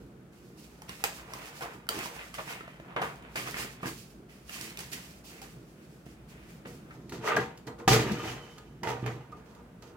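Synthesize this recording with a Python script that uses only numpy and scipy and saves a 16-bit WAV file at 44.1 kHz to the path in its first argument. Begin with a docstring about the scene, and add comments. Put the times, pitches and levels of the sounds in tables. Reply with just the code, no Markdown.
"""On a wooden table in a small room lies a steel computer case; a hand beside it shuffles paper and small parts.
Then two hands grip the case, scrape it round and tip it upright: it thumps down, rings and is nudged into place.
Taps and knocks are noise bursts with one strong ring; rustles and scrapes are noise and random slips that swell
and fade. Ringing tones make the steel panels and the table. A low hum and room noise lie behind it all.
A phone just above the case hears it through two ports."""
import sys
import numpy as np
from scipy import signal
from scipy.fft import rfft, irfft
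from scipy.io import wavfile
from scipy.ndimage import uniform_filter1d

SR = 44100
rng = np.random.default_rng(int(sys.argv[2]) if len(sys.argv) > 2 else 0)


def ratio(d):
    """dB to gain"""
    e = np.asarray(d, float) / 20
    return 10 ** e


def generate_wav(signal):
    """Clip the signal to [-1, 1] and save it as 16-bit WAV at the path in sys.argv[1]."""
    frames = np.transpose(np.atleast_2d(signal))
    scaled = np.clip(frames, -1, 1) * 32767
    pcm = np.round(scaled).astype(np.int16)
    wavfile.write(sys.argv[1], SR, pcm)


N = 439236  # samples
T = np.arange(N) / SR  # seconds
GRIP_S, LANDING_S = 6.95, 7.86  # the hands take the case; it lands on its end


def level(x, db):
    """Scale a sound to an rms level in dB."""
    return x * ratio(db) / np.sqrt(np.mean(x ** 2))


def shape(x, table, to=ratio):
    """Weight the spectrum by a table of Hz and value, joined on a log-frequency axis."""
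    hz, value = np.transpose(table)
    log_hz = np.log(np.fft.rfftfreq(x.shape[-1], 1 / SR) + 1)
    gain = to(np.interp(log_hz, np.log(hz), value))
    return irfft(rfft(x) * gain, x.shape[-1])


def walk(rate):
    """Random levels held 1 / rate seconds and smoothed twice; their spread is near 1."""
    hold = int(SR / rate)
    steps = np.repeat(rng.standard_normal(N // hold + 1), hold)
    return 1.53 * uniform_filter1d(uniform_filter1d(steps, hold), hold)[:N]


def swells(rows, lift_db=0):
    """Each movement swells from silence to its peak, then fades steadily; their powers add."""
    start, peak_db, rise, fade = np.transpose(rows)[:4, :, None]
    t = T[::32]  # a coarse clock is enough for slow swells
    up = np.clip((t - start) / rise, 0, 1) ** 1.5
    fall_db = 30 * np.maximum(t - start - rise, 0) / fade  # falls 30 dB in one fade time
    power = np.sum((up * ratio(peak_db + lift_db - fall_db)) ** 2, axis=0)
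    return np.interp(T, t, np.sqrt(power))


def ring(x, modes):
    """A bank of damped tones, like a struck body; a unit push starts each at its own level."""
    out = 0
    for hz, db, t60 in modes:
        radius = np.exp(-np.log(1000) / (t60 * SR))
        turn = 2 * np.pi * hz / SR
        resonator = [1, -2 * radius * np.cos(turn), radius * radius]
        out = out + ratio(db) * signal.lfilter([0, np.sin(turn)], resonator, x)
    return out


# Colour of the noise as surfaces touch. Each row: frequency in Hz, relative level in dB per Hz.
CONTACT_COLOUR = [(120, -76), (300, -28), (700, -4), (1800, 9), (4000, -10.5), (6000, -18), (12000, -30)]


def blows(rows, tick_colour, ring_share, t60):
    """Each blow: a bright tick, a noisy contact with one strong ring, a push into the table."""
    crack, push = np.zeros(N), np.zeros(N)
    t = T[:SR // 4]
    for start, contact_db, tick_db, thud_db, hz in rows:
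        noise = rng.standard_normal((3, len(t)))
        fade = np.exp(-np.log(1000) * t / t60) * np.minimum(t / 0.0012, 1)
        tick = level(shape(noise[0], tick_colour), tick_db + 2.5) * fade ** 2
        contact = level(shape(noise[1], CONTACT_COLOUR), contact_db - 10.0) * fade
        tone = ring_share * ratio(contact_db) * np.sin(2 * np.pi * hz * t) * fade ** .7
        soft_push = ratio(thud_db) * np.exp(-t / .001) * (1 + .6 * noise[2]) / (.005 * SR)
        i = int(start * SR)
        n = min(len(t), N - i)
        crack[i:i + n] += (tick + contact + tone)[:n]
        push[i:i + n] += soft_push[:n]
    return crack, push


# Blows on the case. Each row: start in seconds, contact, tick and thud in dB (settings that blows() scales),
# strongest ring in Hz.
CASE_KNOCKS = [(6.656, -31, -55, -46, 540), (6.708, -45, -57, -44, 734), (6.907, -34.5, -65, -53, 1340),
               (7.094, -41, -40, -52, 4200), (7.121, -31, -42.5, -41, 1380), (7.149, -42, -56, -46, 581),
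               (7.275, -19, -46, -56, 1225), (7.317, -15, -55, -50, 1200), (7.366, -11, -32, -57, 1640),
               (7.574, -54, -45, -48, 750), (7.674, -31, -47, -46, 437), (7.799, -36, -55, -52, 480),
               (7.877, -5, -21, -9, 793), (7.933, -15.5, -36, -15, 443), (8.118, -36, -36, -39, 970),
               (8.581, -42, -44.5, -50.5, 1245), (8.832, -25, -35.5, -27, 957),
               (8.872, -18.5, -58, -24, 880), (9.028, -49, -60, -19.5, 581),
               (9.061, -23.5, -37.5, -39, 789), (9.208, -39, -71, -42, 840), (9.549, -53, -54, -47, 650),
               (9.823, -39.5, -49, -49, 1248)]


def knocks():
    """Heavy steel knocks whose contact takes longer to die away than that of light parts."""
    return blows(CASE_KNOCKS, GRIP_COLOUR, ring_share=0.33, t60=0.058)


# Steel panels. Each row: frequency in Hz, relative level in dB, time to fall 60 dB in seconds.
CASE_MODES = [(443, -6.5, 0.2), (480, -8.5, 0.38), (634, -12.5, 0.1), (770, -10, 0.28), (900, -11, 0.052),
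              (952, -4.5, 0.074), (1060, -11, 0.095), (1240, -11, 0.17), (1320, -12, 0.082),
              (1452, -14, 0.15), (1640, -23, 0.066), (1870, -29, 0.11), (2080, -10, 0.1), (2310, -20, 0.27),
              (2630, -44, .15), (2920, -40, 0.15), (3200, -38, 0.099), (3060, -38, 0.14), (3420, -17, 0.1),
              (3840, -51, .15)]


def case_panels(x, db):
    """The steel panels of the case ring when pushed."""
    return ratio(db) * ring(x, CASE_MODES)


# Small parts and paper on the table. Each row: start in seconds, contact, tick and thud in dB
# (settings that blows() scales), ring in Hz.
PART_TAPS = [(0.819, -32, -35.5, -55, 870), (0.892, -29, -29.5, -32.5, 1100), (1.039, -13, -12, -47, 799),
             (1.335, -23.5, -29.5, -50, 1095), (1.608, -25, -34, -49, 770), (1.867, -39, -48, -46, 1470),
             (1.889, -18, -13.5, -43, 1360), (1.989, -25, -26, -48, 810), (2.057, -23.5, -28, -33, 960),
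             (2.164, -30, -54, -49, 820), (2.341, -29, -32, -53, 1170), (2.386, -25.5, -45, -32.5, 635),
             (2.475, -31, -57, -33.5, 910), (2.607, -26, -64, -32.5, 1320), (2.678, -29, -53, -34, 606),
             (2.798, -29, -50, -33, 600), (2.86, -40, -73, -39, 634), (2.906, -36, -71, -66, 785),
             (2.963, -14, -63, -29, 1600), (3.017, -13, -54, -50, 770), (3.224, -37, -49, -33, 985),
             (3.357, -24, -27, -52, 640), (3.478, -35, -50, -40, 2500), (3.542, -17.5, -50, -35, 2210),
             (3.595, -34, -56, -33, 1150), (3.83, -22.5, -46, -24, 1200), (3.857, -21, -38, -23, 1650),
             (4.294, -41, -57, -57, 2020), (4.494, -27, -36, -53, 2780), (4.561, -34, -39, -48, 1070),
             (4.611, -42, -24, -50, 2020), (4.705, -48, -42, -59, 1640), (4.772, -33, -27, -61, 2640),
             (4.79, -44, -25, -51, 2580), (4.806, -36, -31, -52, 2490), (4.917, -50, -34, -62, 3020),
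             (4.931, -28, -29, -52, 1920), (5.416, -39, -34.5, -50, 820), (6.064, -37.5, -59, -30, 690)]


def taps():
    """Light parts click and tap, with a short contact and a papery tick."""
    return blows(PART_TAPS, PAPER_COLOUR, ring_share=0.45, t60=0.024)


# Short creaks. Each row: middle in seconds, peak in dB, pitch in Hz, length in seconds.
CREAK_TONES = [(0.9, -42, 2800, .02), (1.65, -44, 700, .05), (2.404, -41, 630, .067), (5.43, -48, 775, .04),
               (7.371, -20, 1640, .015), (7.388, -27, 412, .025), (8.122, -23, 200, .035),
               (8.203, -36, 1215, .03), (9.331, -38, 1220, .018)]
# The thin panel sings after the heavy landing, then again as the case slides.
# Each row: start in seconds, peak in dB, rise in seconds, fade in seconds.
PANEL_SONG = [(7.877, -44, .004, .4), (8.08, -46, .18, .25), (8.3, -57, .08, .55)]


def creaks():
    """Brief tones from a joint that slips, and a thin panel's long wavering ring, a resonance fed by noise."""
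    out = 0
    for middle, db, hz, length in CREAK_TONES:
        bump = np.cos(np.pi * np.clip((T - middle) / length, -.5, .5))
        out = out + ratio(db) * bump * np.sin(2 * np.pi * hz * T)
    song = ring(rng.standard_normal(N), [(3042, 0, .06)])
    return out + level(song, 0) * swells(PANEL_SONG)


def grains(rate, spread_db, bed):
    """Random one-sample slips of scattered size over a noise bed that the two ports hear differently."""
    size = np.minimum(rng.exponential(size=N), 3.2)
    happens = rng.random(N) < rate / SR  # rate: slips a second
    slips = happens * ratio(spread_db * size) * rng.standard_normal(N)
    return level(slips, 0) + bed * rng.standard_normal((2, N))


def chatter(count, t60):
    """Single slips, each ringing briefly at one of many pitches."""
    out = 0
    for hz in np.geomspace(450, 3600, count) * ratio(.3 * rng.standard_normal(count)):
        slips = (rng.random(N) < 30 / SR) * rng.standard_normal(N)
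        out = out + ring(slips, [(hz, 0, t60)]) * np.sqrt(450 / hz)
    return level(out, 0)


# Something is dragged or set down. Each row: start in seconds, peak of the dull scrape in dB, rise in seconds,
# fade in seconds, sharper rasp in dB over the dull scrape.
SCRAPE_MOVES = [(0.0, -73, 0.0056, .4, -3), (0.31, -67.5, 0.022, 1.9, -1), (0.5, -69, 0.14, 1.5, -2),
                (0.815, -54, .005, 0.16, -17), (0.875, -50, 0.013, 0.18, 5.5), (0.96, -53, 0.052, .2, 2),
                (1.037, -32.5, 0.0031, 0.13, -1), (1.15, -52.5, 0.029, 0.74, -0.5),
                (1.24, -44, .1, 0.18, -5), (1.35, -49, 0.04, 0.55, 3.5), (1.405, -50.5, 0.012, 1.2, -7),
                (1.606, -36, 0.018, 0.2, -4), (1.888, -39, .004, 0.7, -2.5), (1.97, -45.5, 0.026, 0.2, 5),
                (2.12, -50.5, 0.073, 0.19, 5.5), (2.338, -49.5, 0.0024, 0.13, 6),
                (2.379, -33.5, 0.0075, 0.06, -2), (2.42, -45, 0.075, 0.44, 2), (2.76, -51, 0.16, .2, -7),
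                (2.961, -30, 0.0028, 0.14, -8), (3.011, -33, 0.011, 0.21, -5),
                (3.17, -56, 0.07, 0.88, -1.5), (3.355, -36.5, 0.0029, 0.19, 4),
                (3.44, -40.5, 0.038, 0.098, 0), (3.51, -39.5, 0.077, 0.22, 3),
                (3.74, -58.5, 0.066, 0.35, 4), (3.831, -39.5, .004, 0.17, -3.5),
                (3.85, -40.5, 0.019, 0.072, -3), (4.28, -67, 0.017, 0.41, 8), (4.46, -51, 0.088, 0.47, 7),
                (4.771, -49.5, 0.018, 0.25, 3.5), (4.91, -52, 0.017, 0.34, 6), (5.233, -62.5, .01, .3, -7),
                (5.27, -59.5, 0.041, 0.42, 7.5), (5.415, -52, .004, 0.17, -2), (5.74, -68.5, .04, 0.46, 6),
                (6.048, -72, 0.013, 0.56, 9), (6.27, -60.5, 0.045, 0.63, 5), (6.46, -71.5, 0.034, 0.13, 14),
                (6.648, -49, 0.0064, .07, 1), (6.68, -60.5, 0.015, 0.45, 0), (6.84, -53, 0.071, 0.22, -7),
                (7.118, -45, 0.0036, .3, -4.5), (7.2, -29, 0.096, 0.25, -4), (7.28, -32, .04, 0.05, -9),
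                (7.362, -26.5, .004, 0.094, -7.5), (7.5, -81, .03, 0.72, 0), (7.665, -41, 0.014, 0.11, -14),
                (7.77, -46, 0.029, 0.13, -15), (7.877, -17, 0.0028, .045, -5),
                (7.9, -26.5, 0.018, 0.27, -0.5), (8.0, -40.5, 0.085, 0.63, 0.5), (8.1, -42, 0.18, 0.24, 0),
                (8.36, -56, 0.05, .4, -17.5), (8.5, -58, 0.094, 0.082, -22),
                (8.829, -32.5, 0.0066, 0.3, -6.5), (8.85, -35.5, 0.044, 0.1, -3.5),
                (9.025, -47, 0.014, 0.44, -4.5), (9.05, -37, 0.024, 0.11, -2),
                (9.315, -58.5, 0.0053, 1.1, -7), (9.42, -56, 0.18, 0.11, -14),
                (9.815, -56, 0.012, 0.3, -5.5), (9.9, -57, .06, .3, -23)]
# Colours of the dull scrape and the sharper rasp. Each row: frequency in Hz, relative level in dB per Hz.
SCRAPE_COLOUR = [(150, -37), (320, -6.5), (500, -2.5), (900, 1), (1500, 2.5), (2000, -20.5), (4000, -71)]
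RASP_COLOUR = [(600, -67), (1200, -21.5), (1700, -0.5), (2600, 5), (3600, -5), (4500, -14.5), (8000, -63)]


def scrapes():
    """Dragging sets off dense slips in the middle; once the case is gripped they run through its panels."""
    slips = grains(700, 2.8, 1.3) * ratio(1.3 * walk(25))
    slips = level(shape(slips, [(450, 0), (3600, -9)]), 0) + .4 * chatter(count=30, t60=.022)
    dull = level(shape(slips, SCRAPE_COLOUR), 0) * swells(SCRAPE_MOVES)
    rasp_lift_db = np.array(SCRAPE_MOVES)[:, 4:]
    rasp = level(shape(slips, RASP_COLOUR), 0) * swells(SCRAPE_MOVES, rasp_lift_db)
    scrape = dull + rasp
    return scrape + case_panels(scrape * (T > GRIP_S), -41.5)


# Paper, cloth and skin rustle. Each row is a movement: start in seconds, peak in dB, rise in seconds,
# fade in seconds.
RUSTLE_MOVES = [(0.0, -63, 0.0036, 0.26), (0.31, -62, 0.022, 1.3), (0.55, -54, 0.048, 0.55),
                (0.815, -61, .006, 0.62), (0.875, -49, .018, 0.31), (0.95, -50.5, .07, .2),
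                (1.038, -33.5, 0.0035, 0.22), (1.16, -54.5, .05, 1.2), (1.333, -51.5, 0.0089, 0.54),
                (1.405, -48, 0.011, 0.46), (1.5, -48, 0.061, 0.38), (1.606, -39, 0.021, 0.13),
                (1.73, -52, .005, 0.1), (1.888, -38.5, 0.0083, 0.67), (2.0, -38, 0.044, 0.16),
                (2.13, -49.5, 0.03, 0.49), (2.339, -45.5, .004, 0.25), (2.378, -55, 0.012, 0.31),
                (2.43, -42, 0.083, .2), (2.676, -59.5, .004, 0.092), (2.72, -66, 0.025, .4),
                (2.797, -64, .004, 0.38), (2.962, -55, .004, .3), (3.01, -44, .008, 0.25),
                (3.24, -50.5, 0.13, 0.23), (3.356, -33, 0.0028, 0.24), (3.44, -41.5, .04, .13),
                (3.5, -37.5, 0.09, 0.24), (3.74, -88.5, 0.068, 0.36), (3.8, -49, 0.036, 0.23),
                (3.84, -41, 0.029, 0.21), (3.93, -45, 0.055, 0.24), (4.09, -56, 0.015, 0.085),
                (4.28, -58, 0.022, 1.7), (4.43, -39.5, 0.16, 0.3), (4.771, -39.5, 0.031, 0.18),
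                (4.91, -36, 0.025, 0.16), (5.0, -53, 0.058, 0.4), (5.233, -48, 0.015, 0.73),
                (5.415, -41.5, .004, 0.082), (5.48, -72, 0.045, 0.15), (5.74, -61.5, 0.037, 0.82),
                (6.05, -58, 0.01, 0.34), (6.27, -55, 0.031, 0.38), (6.45, -54, 0.05, 0.18),
                (6.655, -49, 0.023, 0.31), (6.83, -62.5, 0.073, 1), (7.07, -67, 0.029, .1),
                (7.12, -48, 0.0055, 0.22), (7.2, -37, 0.085, .11), (7.362, -34.5, 0.0023, 0.043),
                (7.375, -45.5, 0.031, 0.16), (7.665, -45, 0.0073, 0.048), (7.78, -54, 0.01, 0.091),
                (7.877, -22, 0.0038, 0.15), (7.9, -25, 0.034, .19), (8.0, -46.5, 0.044, 0.77),
                (8.11, -43, .008, .12), (8.15, -44, 0.043, 0.48), (8.22, -54, 0.068, 0.16),
                (8.57, -78, 0.0064, 0.033), (8.831, -49, .004, 0.47), (8.84, -42.5, 0.049, 0.13),
                (9.05, -44, 0.024, 0.15), (9.315, -59, .005, 0.098), (9.36, -63, 0.0093, 0.17),
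                (9.45, -62.5, .01, 0.27), (9.5, -62, 0.095, .04), (9.815, -54, 0.0099, .1),
                (9.85, -56, 0.027, .09)]
# Colours of paper, and of skin on steel. Each row: frequency in Hz, relative level in dB per Hz.
PAPER_COLOUR = [(1200, -20), (2600, 7), (3600, 1.5), (5100, 6), (8200, 1), (12900, -0.5), (16000, -5)]
GRIP_COLOUR = [(1200, -54), (2600, -5), (3600, -6.5), (6000, -4.5), (9000, -15), (13000, -15.5),
               (16000, -22)]


def rustles():
    """Paper crackles in the treble as many tiny slips; after the grip, skin on steel does."""
    crackle = grains(1000, 12.0, 3.6) * ratio(2.1 * walk(30))
    paper = level(shape(crackle, PAPER_COLOUR), 0)
    skin = level(shape(crackle, GRIP_COLOUR), 0)
    return np.where(T > GRIP_S, skin, paper) * swells(RUSTLE_MOVES)


# Table top and the air inside the case, deepest first. Each row: frequency in Hz, relative level in dB,
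# time to fall 60 dB in seconds.
TABLE_MODES = [(60, -12, .6), (81, -22, 0.4), (122.4, 2.5, 0.38), (144, -8.5, 0.77), (190, 7, 0.11),
               (224, -7.5, 0.11), (260, 1, 0.18), (301, -4.5, 0.19), (331, 3.5, 0.24), (378, -6.5, 0.22)]
# The table shakes under a weight. Each row: start in seconds, peak in dB, rise in seconds, fade in seconds.
TABLE_SHAKES = [(0.0, -52.5, .005, 1), (1.0, -53.5, 0.065, 0.4), (1.6, -56, .02, 0.36),
                (1.72, -48, 0.034, 0.12), (1.87, -41, 0.11, 0.15), (2.53, -46, 0.035, 0.21),
                (2.94, -37.5, 0.096, 0.18), (3.31, -44, 0.078, 1), (3.5, -43.5, 0.16, .05),
                (3.82, -42, 0.016, 0.24), (3.83, -41, 0.045, .11), (3.95, -55, 0.074, 0.13),
                (4.77, -51, 0.021, .15), (4.87, -48, 0.081, 0.076), (5.39, -53, 0.055, 0.13),
                (6.02, -55, 0.055, .4), (6.64, -44.5, .02, 0.74), (6.94, -51, 0.047, 0.15),
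                (7.1, -36.5, 0.025, 0.28), (7.2, -43, 0.071, .3), (7.32, -31.5, 0.064, 0.16),
                (7.65, -41, 0.031, 0.15), (7.78, -42, 0.036, 0.054), (7.877, -20.5, 0.0051, 0.45),
                (8.09, -37.5, 0.027, 0.11), (8.18, -39, 0.048, 0.46), (8.8, -36.5, 0.045, 0.37),
                (9.02, -36, 0.035, 0.26), (9.8, -50, 0.053, 0.71)]


def shaking():
    """The table rumbles under a moving weight; resting hands keep it faintly moving."""
    # hands on the table damp its modes; only the case's weight shakes the deep ones
    damped = [(hz, db, 0.21 * t60) for hz, db, t60 in TABLE_MODES]
    shake = rng.standard_normal(N)
    heavy = level(ring(shake, damped[1:]), 0)
    light = level(ring(shake, damped[3:]), 0)
    restless = ratio(-56 + 2.5 * walk(9))
    weight = np.hypot(swells(TABLE_SHAKES), restless)
    return np.where(T > LANDING_S, heavy, light) * weight * ratio(1.3 * walk(15))


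# How well the table top sends out sound. Each row: frequency in Hz, gain in dB.
TABLE_RADIATION = [(25, -30), (55, -8), (95, -7), (118, 0), (2000, 0)]


def table_top(tap_push, knock_push):
    """Pushes ring the wood, which radiates little deep bass."""
    # light parts do not reach the table's deepest modes
    struck = ring(tap_push, TABLE_MODES[3:]) + ring(knock_push, TABLE_MODES)
    return shape(struck + shaking(), TABLE_RADIATION)


# Where the hands work. Each row: time in seconds, left minus right in dB before the phone shades the left.
HAND_PLACE = [(0, 4), (1, 1), (1.5, 2), (2, 1.5), (3, 3), (4, 1), (5, 1.5), (6.5, 4), (7.8, 3), (8.2, 4),
              (8.8, -0.5), (9.96, 0)]


def place(x):
    """The side nearer the hands is louder."""
    db = np.interp(T, *np.transpose(HAND_PLACE))
    return x * ratio(np.array([db, -db]) / 2)


# The phone's body shades the left port. Each row: frequency in Hz, gain in dB.
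LEFT_PORT_SHADE = [(1200, -2), (5000, -7.5), (14000, -8.5)]


def ports(near):
    """The left port hears later and duller than the right."""
    table_side_lag, case_lag = 9, 3  # samples
    left = np.where(T < GRIP_S, np.roll(near[0], table_side_lag), np.roll(near[0], case_lag))
    return np.array([shape(left, LEFT_PORT_SHADE), near[1]])


# How long the room echoes. Each row: frequency in Hz, time to fall 60 dB in seconds.
ROOM_T60 = [(100, 0.31), (400, 0.2), (1500, 0.26), (5000, 0.29), (14000, 0.2)]


def room(x):
    """Diffuse echo, each octave dying at its own rate; the bass is nearly the same at both ports."""
    t, echo = T[:SR // 2], 0
    hz_t60, t60 = np.transpose(ROOM_T60)
    for hz in 60 * 2. ** np.arange(9):
        octave = [(hz / 2, -40), (hz / 1.227, -3), (hz, 0), (hz * 1.28, -3), (hz * 2, -40)]
        band = shape(rng.standard_normal((2, len(t))), octave)
        apart = np.clip((hz / 900) ** 2, .15, 1)
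        both = band[0] + apart * band[1] * np.array([[1], [-1]])
        echo = echo + both * np.exp(-np.log(1000) * t / np.interp(np.log(hz), np.log(hz_t60), t60))
    echo = echo * np.minimum(t / 0.0036, 1)
    echo = echo * ratio(-7) / np.sqrt(np.sum(echo ** 2) / 2)  # total echo energy -7 dB
    return signal.fftconvolve(x.mean(axis=0, keepdims=True), echo, axes=1)[:, :N]


# Colour of the room noise. Each row: frequency in Hz, relative level in dB per Hz.
AIR_COLOUR = [(12, -41), (20, -72), (53, 3), (96, -11.5), (168, 0.5), (234, -4.5), (347, -13.5),
              (459, -13.5), (624, -14), (976, -22), (1480, -19.5), (1660, -23.5), (4540, -35.5),
              (13500, -40.5), (16000, -42)]
# Likeness of left and right in the room noise. Each row: frequency in Hz, likeness from 0 to 1.
AIR_LIKENESS = [(60, 0.9), (130, 1), (290, 0.91), (640, 0.43), (1410, 0.06), (3100, 0), (6820, 0.04),
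                (15000, 0)]
# Appliance hum. Each row: frequency in Hz, amplitude in dB before it wavers.
HUM_TONES = [(56, -65)]


def air():
    """Room noise, alike left and right in the bass, unrelated in the treble, over a wavering hum."""
    noise = rng.standard_normal((2, N))
    mid = shape(noise[0], AIR_LIKENESS, lambda c: np.sqrt(1 + c))
    side = shape(noise[1], AIR_LIKENESS, lambda c: np.sqrt(1 - c))
    hiss = shape(np.array([mid + side, mid - side]), AIR_COLOUR)
    out = level(hiss, -54.5) * ratio(.8 * walk(3))
    for hz, db in HUM_TONES:
        out = out + ratio(db + 4.1 * walk(12)) * np.sin(2 * np.pi * hz * T)
    return out


def scene():
    """Taps, knocks and hand noise in the room; the table's sound starts out alike for both ports."""
    tap_sound, tap_push = taps()
    knock_sound, knock_push = knocks()
    struck = tap_sound + knock_sound + case_panels(knock_sound, -39.5)
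    near = place(struck + creaks() + rustles() + scrapes())
    near = near + table_top(tap_push, knock_push)
    return ports(near) + room(near) + air()


def band_limit(x):
    """A steep low-pass at the top of the band."""
    return signal.sosfilt(signal.butter(12, 16800, fs=SR, output="sos"), x)


def record(dry):
    """The microphone loses the deepest bass and the top."""
    bass_cut = signal.butter(2, 42, "high", fs=SR, output="sos")
    top_cut = signal.ellip(8, .2, 70, 15900, fs=SR, output="sos")
    mix = signal.sosfilt(np.vstack([bass_cut, top_cut]), dry)
    return band_limit(mix)


dry = scene()
out = record(dry)
generate_wav(out)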